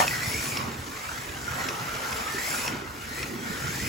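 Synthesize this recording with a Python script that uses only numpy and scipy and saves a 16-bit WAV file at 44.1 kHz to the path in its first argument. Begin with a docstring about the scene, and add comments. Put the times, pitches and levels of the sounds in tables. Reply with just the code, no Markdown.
"""Slot cars in an attic

Two slot cars lap a plastic track on a tabletop in an attic, heard by a small stereo microphone pair.
Gears whine with speed, pickup braids hiss on the rails, tyres rasp and the table rumbles.
Cars clack over lane switches and thump over joints; at first one rattles loudly through the nearest bend.
Whines are phase-run tones with rasp, rubbing is coloured noise, and knocks are short decaying modes."""
import sys
import numpy as np
from scipy import signal
from scipy.fft import rfft, irfft, next_fast_len
from scipy.io import wavfile
from scipy.ndimage import uniform_filter1d, map_coordinates

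SR = 44100
rng = np.random.default_rng(int(sys.argv[2]) if len(sys.argv) > 2 else 0)


def master(y):
    """Save y as 16-bit WAV."""
    cut = np.clip(np.atleast_2d(y).T, -1, 1)
    pcm = np.round(cut * 32767)  # scale
    wavfile.write(sys.argv[1], SR, pcm.astype(np.int16))


N = 171108

# Table levels are relative; most sources add a trim, thumps and wheel hum do not.
# Gear mesh of each car: time_s, mesh_pitch_hz, level_db
CAR_A_MESH = [(0, 2740, -39), (.08, 2662, -46), (.115, 2028, -43), (.18, 1828, -38), (.25, 1996, -38.5),
              (.34, 2245, -39.5), (.42, 2395, -42.5), (.52, 2460, -44.5), (.72, 1794, -49), (.88, 998, -52),
              (.96, 1100, -47), (1.02, 1270, -47), (1.11, 1420, -43), (1.25, 1800, -49), (1.4, 1480, -48),
              (1.49, 1402, -40.5), (1.8, 1314, -42.5), (2.07, 1381, -40), (2.2, 1682, -44.5),
              (2.37, 1818, -38.5), (2.47, 2080, -38.5), (2.55, 2350, -43.5), (2.65, 2620, -40.5),
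              (2.7, 2597, -47), (2.85, 1699, -72), (3.03, 1609, -58), (3.12, 1812, -44), (3.2, 2030, -39.5),
              (3.35, 1900, -52), (3.49, 1896, -43.5), (3.6, 1755, -47), (3.67, 1990, -43),
              (3.77, 2392, -49), (3.88, 2600, -43)]
CAR_B_MESH = [(0, 1250, -69), (.5, 1123, -49), (.6, 1129, -36.5), (.75, 1033, -54), (1.3, 1499, -57),
              (1.5, 1601, -47), (1.61, 1994, -39.5), (1.8, 1501, -56), (2.26, 1311, -39.5),
              (2.45, 1375, -60), (2.72, 1420, -43), (2.88, 1295, -49), (3.03, 1401, -51), (3.35, 1420, -50),
              (3.47, 1508, -45), (3.68, 1400, -39), (3.77, 1750, -43.5), (3.83, 1972, -39.5),
              (3.88, 2140, -41)]
# Gear whine partials: multiple of the mesh pitch, level_db
GEAR_PARTIALS = [(1, 0.5), (1.2, -10), (2.16, -13)]
GEAR_DB, PINION_TEETH, SHAFT_DEPTH = 2.5, 9, 0.42
GEAR_JITTER = 0.0203  # rms share of the pitch
GEAR_RASP, RASP_RATE = 0.88, 280  # rasp against tone; knots a second
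GEAR_FLUTTER_DB, GEAR_SWAY_DB, SWAY_RATE = 1.5, 1.3, 40  # rms dB, rms dB, knots a second
# The body shell rings when an overtone sweeps through it
SHELL_HZ, SHELL_WIDTH_HZ, SHELL_DB = 5660, 220, 11

# Brief chirps as the gears bite: start_s, level_db, pitch_hz
CHIRPS = [(.109, -26.5, 1960), (.134, -23.5, 1990), (.257, -30, 2040), (.34, -24.5, 2216),
          (1.089, -29.5, 1480), (1.478, -25, 1485), (2.266, -27, 1270), (2.382, -29, 1890),
          (2.539, -25, 1393)]
CHIRP_RISE_S = 0.003

# Pickup braid hiss, tyre rasp and hollow plastic deck, each: time_s, level_db
BRAID_LEVEL = [(0.0, -28.5), (0.04, -34), (0.22, -39), (0.24, -35), (0.5, -35.5), (0.73, -49.5),
               (1.13, -43), (1.4, -46.5), (1.62, -40.5), (1.8, -44.5), (2.2, -40), (2.28, -41.5),
               (2.48, -34.5), (2.66, -36), (2.73, -47.5), (2.88, -55), (3.21, -40.5), (3.35, -47.5),
               (3.88, -37)]
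TYRE_LEVEL = [(0.03, -27.5), (0.06, -35), (0.57, -35), (0.71, -39), (0.89, -41), (0.95, -37), (1.46, -39),
              (1.51, -36), (2.7, -34), (2.89, -43), (3.24, -36), (3.26, -37.5), (3.41, -42), (3.46, -35.5),
              (3.88, -37)]
DECK_LEVEL = [(.03, -29.5), (.07, -39), (.5, -43), (.62, -39), (.8, -47), (1.1, -44), (1.52, -43.5),
              (1.6, -35.5), (1.68, -39), (1.9, -40.5), (2.17, -35.5), (2.28, -44), (2.45, -40), (2.68, -37),
              (2.92, -48), (3.3, -45.5), (3.88, -46)]
# Table board: time_s, drone_level_db, boom_level_db
BOARD_LEVEL = [(0, -35, -36.5), (.14, -46, -41.5), (.3, -43.5, -42.5), (.48, -43, -44.5),
               (.66, -39.5, -37.5), (.82, -48.5, -51.5), (1, -50, -53), (1.4, -46, -46), (1.62, -43, -40.5),
               (1.85, -44, -43.5), (2.15, -44, -51), (2.45, -45, -49.5), (2.76, -39.5, -44),
               (2.92, -49, -50.5), (3.25, -41.5, -45.5), (3.52, -40, -48), (3.7, -45, -39),
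               (3.88, -40, -45)]
# Deep rumble: time_s, level_db
RUMBLE_LEVEL = [(0, -48), (.3, -46), (.55, -50), (.8, -49), (1.05, -51.5), (1.6, -48), (2.2, -46.5),
                (2.5, -51), (3.1, -49), (3.45, -50.5), (3.88, -41.5)]
# Spectra of the rubbing and the board, each: frequency_hz, density_db (per Hz)
BRAID_COLOUR = [(1500, -15), (3000, -7.5), (4100, -4.5), (5400, 1.5), (6500, -1), (7500, 1), (8900, -5.5),
                (9900, -0.5), (10800, -4.5), (12200, -6.5), (14500, -4), (15800, -7.5)]
TYRE_COLOUR = [(600, -19), (1000, -8.5), (1380, 2.5), (1650, -1.5), (2000, 0.5), (2550, -5.5), (3000, -7.5),
               (4000, -11.5), (7000, -16), (12000, -76)]
DECK_COLOUR = [(200, -44), (450, 0), (650, -0.5), (850, 1.5), (1100, 1.5), (1500, -11), (3000, -36)]
DRONE_COLOUR = [(100, -21), (190, -4), (240, 3.5), (310, 0.5), (440, -1), (600, -14), (1200, -38)]
BOOM_COLOUR = [(60, -30), (92, -6), (128, 5), (175, -2.5), (240, -13), (600, -74)]
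RUMBLE_COLOUR = [(20, -42), (31, -7), (48, -5.5), (62, -0.5), (80, 0.5), (100, -4), (200, -29)]
BRAID_DB, TYRE_DB, DECK_DB, DRONE_DB, BOOM_DB, RUMBLE_DB = 2, -1.5, 0, 1, 0, 2.5

# A wheel drums on the board as the car passes close: time_s, axle_turns_hz, level_db
AXLE = [(.42, 46, -56), (.48, 45, -42), (.61, 46, -40), (.69, 47, -42), (.8, 40, -43), (.88, 40, -62)]
# Wheel hum partials: multiple of the axle rate, level_db
AXLE_ORDERS = [(2, -3.5), (3, -2), (4, -9), (5, -8)]

# Lane switch clacks: start_s, level_db
CLACKS = [(0.0789, -15), (0.5715, -15), (1.6867, -16), (1.951, -24.5), (2.127, -23), (2.6779, -15.5),
          (3.2292, -20)]
# Contacts within one clack: delay_s, level_db
CLACK_CONTACTS = [(0, -0.5), (.0014, -1.5), (.003, -1.5)]
# Ringing of a struck switch: frequency_hz, level_db, t60_s
CLACK_MODES = [(1250, -6, .012), (2150, -4, .012), (2560, 2, .014), (3400, -5, .01), (5500, 0, .011)]
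CLACK_ROOM_DB = -12

# Contacts of the rattle in the near bend: start_s, level_db
RATTLE = [(.002, -17.5), (.0065, -24), (.012, -21.5), (.019, -26), (.025, -23.5), (.037, -27)]
# Ringing of the rattled track: frequency_hz, level_db, t60_s
RATTLE_MODES = [(579, -1.5, .06), (746, 5.5, 0.067), (882, 7, 0.047), (974, 6, 0.068), (1190, 5.5, 0.047),
                (1320, 4, 0.016), (1806, 5, 0.049), (2500, -3, 0.041)]

# Thumps over track joints: start_s, level_db, pitch_hz
THUMPS = [(0.275, -17.5, 112), (.35, -19.5, 110), (.68, -22, 240), (.79, -25, 80), (2.343, -21, 378.7),
          (2.821, -24, 366.8), (3.242, -26, 264), (3.294, -25.5, 240), (3.5, -20, 183), (3.689, -21, 140),
          (3.821, -20, 230), (3.834, -22, 121)]
THUMP_T60_S = 0.035

# Decay of the attic: frequency_hz, t60_s
ROOM_T60 = [(150, 0.25), (2000, 0.3), (10000, 0.1)]

# Microphone pair, likeness of the two sides: frequency_hz, likeness (0 to 1)
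ALIKE = [(60, .98), (200, .88), (450, .58), (700, .15), (1300, .42), (2050, .28), (2550, .8), (3300, .3),
         (4200, .62), (5500, .3), (7000, .95), (8000, .85), (9000, .97), (10000, .85), (11200, .95),
         (12300, .75), (13200, .95), (14400, .8), (15400, .95)]
# Microphone pair, phase lead of the left: frequency_hz, lead_rad
LEAD = [(0, 0), (600, -.5), (950, 1.7), (1650, 1.7), (2300, .1), (3050, .7), (3700, .1), (7000, 0),
        (7500, -.5), (9000, -3.14), (11200, -6.28), (13250, -9.42), (15400, -12.57)]
# Microphone pair, left over right: frequency_hz, difference_db
TILT = [(100, -1.8), (600, -2), (1700, -2), (2400, 0), (3100, 3.5), (4100, 0.5), (5600, 4), (6800, 1),
        (9000, 0.5)]
LOW_CUT_HZ, TOP_HZ = 36, 15850


def gears(car):
    """Teeth mesh unevenly: a swaying whine wrapped in rasp of the same pitch, throbbing once per motor turn."""
    hz, db = curves(car)
    jitter = GEAR_JITTER * wobble(350) + 0.015 * wobble(35)
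    turns = np.cumsum(hz * (1 + jitter)) / SR  # in mesh cycles
    mesh = np.zeros((2, N))
    for multiple, level in GEAR_PARTIALS:
        rasp = np.array([wobble(RASP_RATE) + 1j * wobble(RASP_RATE) for _ in "LR"]) / np.sqrt(2)
        tone = np.exp(1j * np.array([wobble(25), wobble(25)]))
        shell_db = SHELL_DB / (1 + ((multiple * hz - SHELL_HZ) / SHELL_WIDTH_HZ) ** 2)
        carrier = np.exp(2j * np.pi * multiple * turns)
        mesh += amp(level + shell_db) * np.real((tone + GEAR_RASP * rasp) * carrier)
    throb = 1 + SHAFT_DEPTH * np.sin(2 * np.pi * turns / PINION_TEETH)
    flutter = amp(GEAR_FLUTTER_DB * wobble(110) + GEAR_SWAY_DB * wobble(SWAY_RATE))
    return amp(db + GEAR_DB) * unit(spread(mesh * throb * flutter))


def chirps():
    """The whine flares for a few milliseconds as the gears bite."""
    out, t = np.zeros(N), np.arange(SR // 10) / SR
    for s, db, hz in CHIRPS:
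        phase = 2 * np.pi * hz * t + 0.5 * wobble(470)[:len(t)]
        flare = t / CHIRP_RISE_S * np.exp(1 - t / CHIRP_RISE_S)
        add(out, s, amp(db + 0.5) * flare * np.sin(phase))
    return out + amp(-7) * room(out)


def braids():
    """Pickup braids scrape the rails with a chattering hiss."""
    level, = curves(BRAID_LEVEL)
    return amp(level + BRAID_DB) * rub(BRAID_COLOUR, chatter_db=1.0, chatter_rate=470, patchy_db=3)


def tyres():
    """Tyres rasp on the plastic track."""
    level, = curves(TYRE_LEVEL)
    return amp(level + TYRE_DB) * rub(TYRE_COLOUR, chatter_db=1.5, chatter_rate=170, patchy_db=2.5)


def deck():
    """The hollow plastic deck resounds, shaken by the tyres."""
    level, = curves(DECK_LEVEL)
    return amp(level + DECK_DB) * rub(DECK_COLOUR, chatter_db=1.5, chatter_rate=90, patchy_db=1.5)


def rattle():
    """A car's tail chatters against the edge of the near bend; the track radiates it from all sides."""
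    out = np.zeros((2, N))
    for s, db in RATTLE:
        knocks = [knock(RATTLE_MODES, crack_db=-0.5, crack_s=0.035, crack_hz=4170) for _ in "LR"]
        add(out, s, amp(db - 6) * np.array(knocks))
    return spread(out)


def switches():
    """The guide blade strikes a switch tongue, which chatters against its stop."""
    out = np.zeros(N)
    for s, db in CLACKS:
        for delay, contact_db in CLACK_CONTACTS:
            contact = knock(CLACK_MODES, crack_db=-1.0, crack_s=0.0064, crack_hz=5470)
            add(out, s + delay, amp(db + contact_db - 9) * contact)
    return out + amp(CLACK_ROOM_DB) * room(out)


def joints():
    """Wheels drop over joints and thump the board: short decaying low tones."""
    out, t = np.zeros(N), np.arange(SR // 5) / SR
    onset = 1 - np.exp(-t / 0.0024)
    for s, db, hz in THUMPS:
        add(out, s, amp(db - 60 * t / THUMP_T60_S) * np.sin(2 * np.pi * hz * t) * onset)
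    return out + amp(-4) * room(out)


def wheel_hum():
    """An out-of-round wheel hums at multiples of the axle speed and sinks as the car brakes."""
    hz, db = curves(AXLE)
    turns, t = np.cumsum(hz) / SR, np.arange(N) / SR
    hum = np.zeros(N)
    for multiple, level in AXLE_ORDERS:
        tone = np.sin(2 * np.pi * (multiple * turns + rng.random()))
        hum += amp(level + 2.3 * wobble(20.3)) * tone
    return amp(db) * unit(hum) * (t > AXLE[0][0]) * (t < AXLE[-1][0])


def table():
    """The board below the track drones and booms under the cars, over a deep rumble."""
    drone, boom = curves(BOARD_LEVEL)
    rumble, = curves(RUMBLE_LEVEL)
    return (amp(drone + DRONE_DB) * rub(DRONE_COLOUR, chatter_db=0.0, chatter_rate=60, patchy_db=2.5)
            + amp(boom + BOOM_DB) * rub(BOOM_COLOUR, chatter_db=1.6, chatter_rate=40, patchy_db=0.6)
            + amp(rumble + RUMBLE_DB) * rub(RUMBLE_COLOUR, chatter_db=2.5, chatter_rate=51, patchy_db=2.5))


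def room(x):
    """The attic's short answer: noise decaying at a rate set by frequency, different at each microphone."""
    hz, t, z = signal.stft(rng.standard_normal((2, SR // 2)), SR, nperseg=256)
    decay = amp(-60 * t / along(ROOM_T60, hz)[:, None])
    tail = signal.istft(z * decay, SR, nperseg=256)[1]
    late = np.pad(x, (200, 0))[None]  # delayed by 200 samples
    return spread(signal.fftconvolve(late, tail / np.linalg.norm(tail[0]), axes=1)[:, :N])


def rub(colour, chatter_db, chatter_rate, patchy_db):
    """Contact noise of rms 1: it chatters as the contact bounces, and its colour shifts along the track."""
    z = signal.stft(rng.standard_normal((2, N)), nperseg=1024)[2]
    field = uniform_filter1d(rng.standard_normal(z.shape[1:]), 5, 0)  # smooth over frequency
    field = uniform_filter1d(field, 6, 1)  # smooth over time
    pair = signal.istft(z * amp(patchy_db * unit(field)), nperseg=1024)[1][:, :N]
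    pair = pair * amp(chatter_db * wobble(chatter_rate))
    return unit(spread(filtered(pair, lambda hz: amp(along(colour, hz)))))


def knock(modes, crack_db, crack_s, crack_hz):
    """One contact on plastic: short modes and a dull crack of low-passed noise."""
    t = np.arange(SR // 5) / SR
    ring = np.zeros(len(t))
    for hz, db, t60 in modes:
        decay = amp(db + rng.normal(0, 2.4) - 60 * t / t60)  # every contact excites the modes differently
        ring += decay * np.sin(2 * np.pi * (hz * t + rng.random()))
    dull = signal.butter(2, min(crack_hz, SR / 3), fs=SR)
    noise = signal.lfilter(*dull, rng.standard_normal(len(t)))
    crack = amp(crack_db - 60 * t / crack_s) * unit(noise)
    return (ring + crack) * (1 - np.exp(-t / 0.00017))


def spread(pair):
    """Two unrelated signals become left and right, as alike as the microphones hear them."""
    def shares(hz):
        turn = np.arccos(np.clip(along(ALIKE, hz), 0, 0.995)) / 2
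        return np.array([np.cos(turn), np.sin(turn)])
    mid, side = filtered(pair, shares)
    return np.array([mid + side, mid - side])


def amp(db):
    """Decibels to amplitude."""
    return 10 ** (np.asarray(db) / 20)


def unit(x):
    """Scale to rms 1."""
    return x / np.sqrt(np.mean(x ** 2) + 1e-20)


def along(points, hz):
    """Read (frequency_hz, value) points on a log frequency axis."""
    f, v = np.transpose(points)
    return np.interp(np.log(hz + 1), np.log(f + 1), v)


def curves(rows):
    """One value per sample for each column after the time."""
    s, *cols = np.transpose(rows)
    return [np.interp(np.arange(N) / SR, s, c) for c in cols]


def wobble(rate):
    """A smooth random curve of rms 1, rate knots a second."""
    coarse = np.linspace(0, N, N // 8)  # about every eighth sample
    curve = map_coordinates(rng.standard_normal(8192), [coarse * rate / SR], mode="wrap")
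    return unit(np.interp(np.arange(N), coarse, curve))


def filtered(x, response):
    """Multiply the spectrum of x by a response of frequency."""
    m = next_fast_len(N + SR // 2)
    return irfft(rfft(x, m) * response(np.fft.rfftfreq(m, 1 / SR)), m)[..., :N]


def add(track, s, sound):
    """Mix a sound in at time s."""
    i = max(0, round(s * SR))
    track[..., i:i + sound.shape[-1]] += sound[..., :N - i]


def scene():
    """Both cars, their contact with the track, and the table beneath."""
    cars = gears(CAR_A_MESH) + gears(CAR_B_MESH) + chirps()
    contact = braids() + tyres() + deck()
    knocks = rattle() + switches() + joints()
    return cars + contact + knocks + wheel_hum() + table()


def record(dry):
    """The two microphones differ in phase and colour; the deepest bass and the very top are cut."""
    sides = np.array([[0.5], [-0.5]])  # half of each difference to either side

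    def response(hz):
        band = (1 - np.exp(-(hz / LOW_CUT_HZ) ** 6)) * (hz < TOP_HZ)
        lead = np.interp(hz, *np.transpose(LEAD))
        return amp(sides * along(TILT, hz)) * np.exp(1j * sides * lead) * band
    return filtered(dry, response)


dry = scene()
out = record(dry)
master(out)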